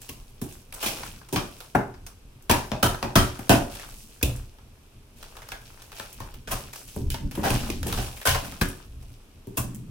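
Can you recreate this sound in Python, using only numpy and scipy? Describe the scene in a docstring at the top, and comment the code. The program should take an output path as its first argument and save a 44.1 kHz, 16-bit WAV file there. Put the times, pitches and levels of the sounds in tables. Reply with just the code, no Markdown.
"""Screwdriver in rotten floorboards

A long screwdriver stabs and levers at the boards in a small bare room, close to the microphones.
Each blow crushes a burst of fibres and booms in the boards and joists; splinters tick down between blows.
The blade rakes through crumbs of wood and plaster while loose boards shift and rumble."""
import sys
import numpy as np
from scipy import signal
from scipy.fft import rfft, irfft, next_fast_len
from scipy.io import wavfile

SR = 44100
rng = np.random.default_rng(int(sys.argv[2]) if len(sys.argv) > 2 else 0)


def materialize(psi):
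    """Save the field psi as 16-bit PCM at rate SR to the path in sys.argv[1].

    A 1-D psi becomes a single channel; in a 2-D psi each row is a channel.
    """
    bounded = np.clip(np.atleast_2d(psi).T, -1, 1)
    quanta = np.round(bounded * 32767).astype(np.int16)
    wavfile.write(sys.argv[1], SR, quanta)


N = 436590


def amp(db):
    return 10 ** (np.asarray(db) / 20)


def unit_rms(x):
    return x / np.sqrt(np.mean(x ** 2) + 1e-20)


def curve_at(points, hz):
    f, value = np.transpose(points)
    return np.interp(np.log(hz + 1), np.log(f + 1), value)


def add(mix, start_s, sound):
    part = mix[:, max(round(start_s * SR), 0):][:, :sound.shape[1]]
    part += sound[:, :part.shape[1]]


def filtered(x, response):
    size = next_fast_len(x.shape[-1] + SR // 4)
    return irfft(rfft(x, size) * response(np.fft.rfftfreq(size, 1 / SR)), size)[..., :x.shape[-1]]


def band(x, lo_hz, hi_hz):
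    return signal.sosfilt(signal.butter(3, [lo_hz, hi_hz], "band", fs=SR, output="sos"), x)


def ringing(modes, hz):
    """Response of a body: the push itself plus its resonances."""
    return 1 + sum(amp(db) * 1j * hz * width / (f * f - hz * hz + 1j * hz * width)
                   for f, width, db in modes)


def swell(start_s, hold_s, rise_s, fall_db_per_s):
    """Attack, hold and release of one movement."""
    t = np.arange(N) / SR - start_s
    return np.clip(t / rise_s, 0, 1) * amp(-np.maximum(t - hold_s, 0) * fall_db_per_s)


def power_sum(swells, levels_db, rest_db):
    """Envelope of overlapping movements over a resting level; one row per column of levels."""
    power = amp(np.transpose(levels_db)) ** 2 @ np.square(swells)
    return np.sqrt(power + amp(rest_db)[:, None] ** 2)


def mic_pair(mid_side, apart_hz=800):
    """Two close microphones hear long waves alike and short waves differently."""
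    mid, side = mid_side
    side = signal.sosfilt(signal.butter(1, apart_hz, "high", fs=SR, output="sos"), side)
    return np.array([mid + side, mid - side])


# Room decay: (frequency [Hz], T60 [s])
ROOM_T60 = [(60, 0.45), (160, 0.33), (420, 0.37), (1100, 0.36), (2900, 0.3), (7700, 0.33), (15000, 0.23)]


def room(direct, wet_db, build_s=0.0056, direct_side=0.85):
    """Direct sound, then dense echoes that die faster in the treble."""
    size = SR * 3 // 5
    t = np.arange(size) / SR
    echoes = rng.standard_normal((2, size)) * (rng.random((2, size)) < .3)
    echoes *= 1 - np.exp(-(t / build_s) ** 2)
    hz, frame_s, spectrum = signal.stft(echoes, SR, nperseg=256)
    decay = amp(-60 * frame_s / curve_at(ROOM_T60, hz)[:, None])
    tail = signal.istft(spectrum * decay, SR, nperseg=256)[1][:, :size]
    mid_side = amp(wet_db) * tail / np.linalg.norm(tail[0])
    mid_side[0, :len(direct)] += direct
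    mid_side[1, rng.integers(2, 20):][:len(direct)] += direct_side * direct
    return mic_pair(mid_side)


# Still-air spectrum: (frequency [Hz], relative density [dB])
AIR_SPECTRUM = [(12, -38), (20, 15.5), (120, -40.5), (168, -20), (399, -4), (513, -12), (1370, -16),
                (1960, -20), (14300, -30.5), (16000, -49)]


def air(level_db=-55):
    """Faint steady background of the room."""
    noise = mic_pair(rng.standard_normal((2, N)))
    return amp(level_db) * unit_rms(filtered(noise, lambda hz: amp(curve_at(AIR_SPECTRUM, hz))))


# Modes of the floor and the hollow under it: (frequency [Hz], width [Hz], gain [dB])
FLOOR_MODES = [(36.2, 15, 2.5), (81.4, 27, 3.5), (120.8, 11.3, 8.5), (220, 75, 1), (279.8, 4.7, 2.5),
               (365.5, 4, 2), (581, 28, 7.5), (660, 33, 4.5), (830, 8.5, -24), (967, 3.2, -14),
               (1170, 160, -19), (1470, 15, -2), (1573, 52, -4.5), (1733, 9.2, -9.5)]
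# Boards rocking on the joists: (start [s], hold [s], rumble [dB], boom [dB])
BOARD_ROCKS = [(.84, 0.25, -51, -47), (1.946, 0.11, -47.5, -55), (3.702, .35, -51, -54.5),
               (4.26, 0.03, -34, -41), (4.37, 0.026, -41, -61), (4.55, 0.13, -54, -63),
               (5.217, 0.057, -49, -56), (5.415, 0.037, -47.5, -68), (6.33, 0.023, -43, -49.5),
               (6.467, 0.081, -37.5, -41), (6.994, .3, -35, -37), (7.2, .05, -42, -33.5),
               (7.057, 0.04, -31, -52), (7.484, 0.072, -29, -27.5), (7.589, 0.41, -32, -39.5),
               (7.753, 0.029, -38, -34), (8.42, 0.034, -38, -34.5), (8.85, 0.27, -43.5, -54),
               (9.632, 0.086, -43, -34.5), (9.758, 0.056, -45, -40)]


def loose_boards(rest_rumble_db=-53, rest_boom_db=-57.5, jostle_db=3, jostle_per_s=28):
    """Loose boards rub and jostle unevenly, rumbling in the modes of the floor."""
    t = np.arange(N) / SR
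    swells = [swell(s, hold_s, rise_s=0.012, fall_db_per_s=82.5) for s, hold_s, *_ in BOARD_ROCKS]
    rumble, boom = power_sum(swells, [row[2:] for row in BOARD_ROCKS], [rest_rumble_db, rest_boom_db])
    jolts = amp(jostle_db * np.clip(rng.standard_normal(size=1000), -2, 2))
    rub = rng.standard_normal((2, N)) * np.interp(t * jostle_per_s, np.arange(len(jolts)), jolts)
    floor = filtered(mic_pair(rub), lambda hz: ringing(FLOOR_MODES, hz) / (1 + hz / 25))
    return rumble * unit_rms(band(floor, 16, 128.6)) + boom * unit_rms(band(floor, 130, 336))


def grains(envelope, lo_hz, hi_hz, per_s, spread_db, q=1.6, wet_db=-2, sizes=10):
    """Each grain size clicks at its own pitch; harder raking moves more grains."""
    t = np.arange(SR // 50) / SR
    out = np.zeros((2, N))
    chance = per_s / SR / sizes * np.sqrt(envelope / envelope.mean())
    for hz in np.geomspace(lo_hz, hi_hz, sizes):
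        at = np.flatnonzero(rng.random(N) < chance)
        strengths = amp(spread_db * np.minimum(rng.exponential(1, len(at)), 3.5))
        impulses = np.zeros(N)
        impulses[at] = strengths * rng.choice([-1, 1], len(at)) / np.sqrt(chance[at])
        click = np.sin(2 * np.pi * hz * t) * np.exp(-hz * t / q * np.pi) * hz ** 0.9
        click_in_room = signal.fftconvolve(click[None], room(np.ones(1), wet_db), axes=1)
        out += signal.oaconvolve(impulses[None], click_in_room, axes=1)[:, :N]
    return envelope * unit_rms(band(out, lo_hz / 1.3, min(hi_hz * 1.4, SR / 2.2)))


# Raked or spilling debris: (start [s], hold [s], level [dB], fineness [dB])
DEBRIS_SPILLS = [(0, .05, -53, 1), (0.097, .2, -66, 3.5), (0.469, .06, -54, 2), (.73, .08, -50, 0),
                 (0.799, .1, -39, 0), (.95, .12, -46, 0), (1.456, .2, -56, 0), (3.337, .14, -51, -2),
                 (3.694, .14, -48, 0), (3.87, .15, -58, 8), (4.079, .1, -61, 4), (5.155, .36, -56, -1),
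                 (5.596, .68, -56.5, -1), (5.939, .08, -49, -1), (6.47, .1, -44, 0), (6.731, .07, -50, 3),
                 (6.86, .11, -54, 4), (7.307, .12, -50, -1.5), (7.444, .11, -34, -3.5),
                 (7.597, .13, -46, -0.5), (7.863, .18, -40, 0), (8.257, .08, -39, -1), (8.419, .06, -47, 0),
                 (8.142, 0.11, -53, 2), (8.493, .25, -55, 0), (8.989, .14, -62, -1), (9.534, .05, -64, 1.5)]


def debris(shed_re_crack_db=-17, shed_rise_s=.07, sift_db=-72, fineness_db=-1):
    """Lumps, crumbs and dust grind under the blade, trickle after each blow and never stop sifting."""
    spills = [(swell(s, hold_s, rise_s=.022, fall_db_per_s=95), db, fine_db)
              for s, hold_s, db, fine_db in DEBRIS_SPILLS]
    for s, *_, crack_db, _ in BLOWS:
        trickle = swell(s, shed_rise_s, shed_rise_s, fall_db_per_s=75.5)
        spills.append((trickle, crack_db + shed_re_crack_db, fineness_db))
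    tilt = np.array([-1, 0, 1])  # fineness trades lumps for dust
    swells = [shape for shape, *_ in spills]
    levels_db = [db + fine_db * tilt for _, db, fine_db in spills]
    lumps, crumbs, dust = power_sum(swells, levels_db, sift_db + fineness_db * tilt)
    return (grains(lumps, 423, 1660, per_s=450, spread_db=7.5)
            + grains(crumbs * amp(-1), 2150, 5500, per_s=500, spread_db=4.8)
            + grains(dust, 5650, 12500, per_s=900, spread_db=1.5))


def fracture(crush_s, wet_db, fibres_per_s=12000, straggle_db=-19, straggle_s=0.021):
    """Fibres snap in a burst and a few stragglers follow; a slow crush fills the room slowly."""
    size = SR // 8
    t = np.arange(size) / SR
    u = t / max(crush_s, 1 / SR)
    burst = u * np.exp(1 - u) * rng.standard_normal(size) * (rng.random(size) < fibres_per_s / SR)
    stragglers = np.exp(-t / straggle_s) * rng.standard_normal(size) * (rng.random(size) < 500 / SR)
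    force = burst / np.linalg.norm(burst) + amp(straggle_db) * stragglers
    return room(force, wet_db, build_s=0.0043 + 0.91 * crush_s)


# Registers of a hit, low and high thud, low and high knock, crack, fizz: (edge [Hz])
REGISTER_EDGES_HZ = [25, 130, 400, 950, 1750, 6000, 16000]


def voiced(hit, levels_db, over_s, first_register=0):
    """Sets each register of a hit to its RMS level, taken over over_s."""
    edges_hz = REGISTER_EDGES_HZ[first_register:]
    parts = (band(hit, lo, hi) for lo, hi in zip(edges_hz, edges_hz[1:]))
    return sum(amp(db) * part / np.sqrt(np.sum(part ** 2) / (2 * over_s * SR))
               for db, part in zip(levels_db, parts))


# Small snaps and landing chips: (time [s], crack level [dB], brightness [dB])
CHIP_TICKS = [(0.016, -55.5, 5), (0.523, -60, 6), (0.723, -49, -1), (0.74, -58, 13), (1.031, -48.5, -9),
              (1.062, -57, 3), (1.212, -63.5, -11.5), (1.287, -55.5, -1.5), (1.585, -68, 0.5),
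              (1.602, -49.5, -3), (1.939, -63, -9), (2.064, -50, 1), (2.423, -79.5, 18),
              (2.943, -49.5, -12), (3.749, -50.5, -0.5), (3.795, -50.5, -3), (4.211, -54.5, -7),
              (4.359, -66.5, 15.5), (4.583, -67.5, -8), (5.226, -51.5, -2.5), (5.352, -64, -10),
              (5.367, -53, -5), (5.418, -55.5, -7.5), (5.486, -50.5, -2), (5.818, -55.5, 0),
              (5.917, -53, -4), (5.982, -58, 0), (6.127, -60, 9.5), (6.339, -56, -1), (6.474, -47, -7),
              (6.73, -48.5, -0.5), (6.758, -51, 1), (6.878, -70, 15), (7.311, -51.5, 0), (7.351, -48, -0.5),
              (7.54, -46, 3), (7.829, -43.5, -3), (7.867, -44, 4.5), (7.925, -38, -2.5), (8.171, -53, 0.5),
              (8.213, -48, -2.5), (8.445, -49.5, -6.5), (8.52, -52.5, -6.5), (8.8, -71.5, -17),
              (8.685, -54.5, 9), (9.023, -67, 3), (9.746, -62, 12)]


def chips(ring_db=1, ring_q=5):
    """Each chip has a few dull resonances; small bright ones trade knock for fizz."""
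    out = np.zeros((2, N))
    for s, db, bright_db in CHIP_TICKS:
        modes = [(f, f / ring_q, ring_db) for f in 1200 * 10 ** rng.random(size=4)]
        snap = fracture(crush_s=0.002, wet_db=-3, fibres_per_s=4500, straggle_db=-9)
        tick = filtered(snap, lambda hz: ringing(modes, hz))
        levels_db = [db - bright_db - 5, db - bright_db, db, db + bright_db]
        add(out, s, voiced(tick, levels_db, over_s=0.07, first_register=2))
    return out


# Steel blade modes: (frequency [Hz], width [Hz], full gain [dB])
BLADE_MODES = [(3161, 25, 0), (9641, 30, 11), (14720, 60, 1)]


def blade(knock_db, full_db=-20, db_per_db=.8):
    """Only hard stabs set the steel shaft ringing."""
    return [(hz, width, db + db_per_db * min(knock_db - full_db, 0)) for hz, width, db in BLADE_MODES]


def split_level(level_db, note_hz, mid_hz, db_per_octave=8.5):
    """Shares power between two registers, favouring the side where the note lies."""
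    lean_db = db_per_octave * np.log2(note_hz / mid_hz)
    lower_db = level_db - 10 * np.log10(1 + amp(lean_db) ** 2)
    return [lower_db, lower_db + lean_db]


# Blows and breaks: (time [s], crush time [s], echo offset [dB], board note [Hz], splinter note [Hz],
# thud [dB], knock [dB], crack [dB], fizz [dB])
BLOWS = [(0.089, 0.0034, -6, 140, 1070, -44.5, -50, -47.5, -47.5),
         (0.414, 0.0031, -2.5, 282, 660, -33, -44, -52.5, -46),
         (0.827, 0.0016, 2, 328, 1150, -42.5, -32.5, -37.5, -37),
         (0.858, 0.0064, -2.5, 304, 800, -39, -39, -33.5, -36),
         (1.326, 0.0013, 4, 360, 497, -28.5, -34.5, -42, -39.5),
         (1.359, 0.0027, -2.5, 206, 1160, -30, -28.5, -34, -42.5),
         (1.748, 0.0045, -5, 390, 728, -23.5, -19.5, -46, -48),
         (2.495, 0.0028, -1, 195, 956, -23.5, -19.5, -29, -32.5),
         (2.511, 0.0015, -7.5, 205, 624, -29, -28, -31, -31.5),
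         (2.716, 0.0014, -5.5, 197, 630, -30.5, -31, -42, -56),
         (2.827, 0.0029, -1.5, 157, 1300, -23, -19, -28.5, -29.5),
         (3.026, 0.0016, -4.5, 215, 840, -32, -29, -40, -49),
         (3.154, 0.0038, -1.5, 165, 1300, -16.5, -16, -24, -28),
         (3.39, 0.002, -5, 218, 650, -39.5, -43.5, -57, -54),
         (3.494, 0.00076, -0.5, 255, 682, -15.5, -14.5, -25.5, -27),
         (4.2273, 0.0026, -8.5, 190, 2600, -28.5, -55, -32.5, -31.5),
         (4.233, 0.00079, -3, 64, 520, -24.5, -37, -50, -60),
         (5.517, 0.0023, -6, 170, 1630, -56, -39.5, -45, -52.5),
         (5.997, 0.0014, -5.5, 144, 1320, -49, -40.5, -46.5, -51.5),
         (6.202, 0.0014, -3, 91.3, 1050, -41.5, -41, -52, -55),
         (6.508, 0.0097, -6, 254, 1080, -41, -31.5, -38.5, -36.5),
         (6.962, 0.0011, -6.5, 189, 403, -32.5, -42, -68.5, -54),
         (7.102, 0.00095, -3.5, 60, 1440, -36.5, -68, -42, -41.5),
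         (7.141, 0.0034, -7.5, 230, 910, -45, -39.5, -44, -54),
         (7.373, 0.0019, 3.5, 260, 570, -29, -37, -63, -54),
         (7.43, 0.014, 0.5, 201.5, 770, -30.5, -23.5, -36.5, -40),
         (7.503, 0.0021, -5.5, 120, 1150, -27.5, -38, -40, -40),
         (7.7, 0.0018, -8, 197, 1140, -32.5, -46, -41.5, -47.5),
         (7.856, 0.0056, 2, 202, 460, -31.5, -38, -71, -49),
         (7.972, 0.0056, 0, 88, 750, -30.5, -33.5, -42, -50),
         (8.253, 0.0014, 7, 119, 1535, -41, -21.5, -32, -30.5),
         (8.272, 0.0016, -2.5, 64.4, 760, -27.5, -32, -28.5, -33.5),
         (8.292, 0.00037, -2, 250, 650, -53, -47, -34, -36),
         (8.343, 0.0071, -9, 69.5, 1070, -34.5, -28, -38, -44),
         (8.611, 0.0047, -7, 161, 1670, -25, -27.5, -34, -37),
         (9.47, 0.00091, -3, 191, 397, -39, -55, -69, -61.5),
         (9.57, 0.0077, -7.5, 120, 1103, -30.5, -33, -40, -33)]


def blows(wet_db=3, board_db=2, board_q=7, splinter_db=9, splinter_q=12, shard_db=2, shard_q=22):
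    """Each fracture rings the floor, the struck board, the splinter, a few shards and the blade."""
    out = np.zeros((2, N))
    for s, crush_s, echo_db, board_hz, splinter_hz, thud_db, knock_db, crack_db, fizz_db in BLOWS:
        thuds_db = split_level(thud_db, board_hz, mid_hz=130)
        knocks_db = split_level(knock_db, splinter_hz, mid_hz=970)
        board = (board_hz, board_hz / board_q, board_db)
        splinter = (splinter_hz, splinter_hz / splinter_q, splinter_db)
        shards_hz = np.exp(rng.uniform(np.log(700), np.log(3800), size=5))
        shards = [(f, f / shard_q, shard_db) for f in shards_hz]
        modes = FLOOR_MODES + [board, splinter] + shards + blade(knocks_db[1])
        hit = filtered(fracture(crush_s, wet_db + echo_db), lambda hz: ringing(modes, hz))
        add(out, s, voiced(hit, thuds_db + knocks_db + [crack_db, fizz_db], over_s=0.13))
    return out


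def scene():
    return blows() + chips() + debris() + loose_boards() + air()


# Microphone colour: (frequency [Hz], gain [dB])
MIC_RESPONSE = [(30, 1.5), (380, -3), (490, -1.5), (600, -2.5), (1600, -4.5), (1980, -5.5), (2500, 2),
                (4300, -1.5), (5800, 0), (6900, -2.4), (7900, -0.5), (11500, 1.3), (13000, -0.9),
                (15500, 1.5)]
# Microphone imbalance: (frequency [Hz], left over right [dB])
MIC_BALANCE = [(100, 0), (500, -1), (1100, 2.5), (2000, 1.5), (3800, -1.5), (8000, 0), (14000, -1)]


def record(dry, cutoff_hz=16050):
    """Colour of each microphone, soft overload on the hardest blows, then the band limit."""
    def response(hz):
        return amp(curve_at(MIC_RESPONSE, hz) + np.outer([.5, -.5], curve_at(MIC_BALANCE, hz)))

    saturated = np.tanh(filtered(dry, response))
    lowpass = signal.firwin(511, cutoff_hz, window=("kaiser", 9), fs=SR)
    return signal.oaconvolve(saturated, lowpass[None], "same")


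dry = scene()
out = record(dry)
materialize(out)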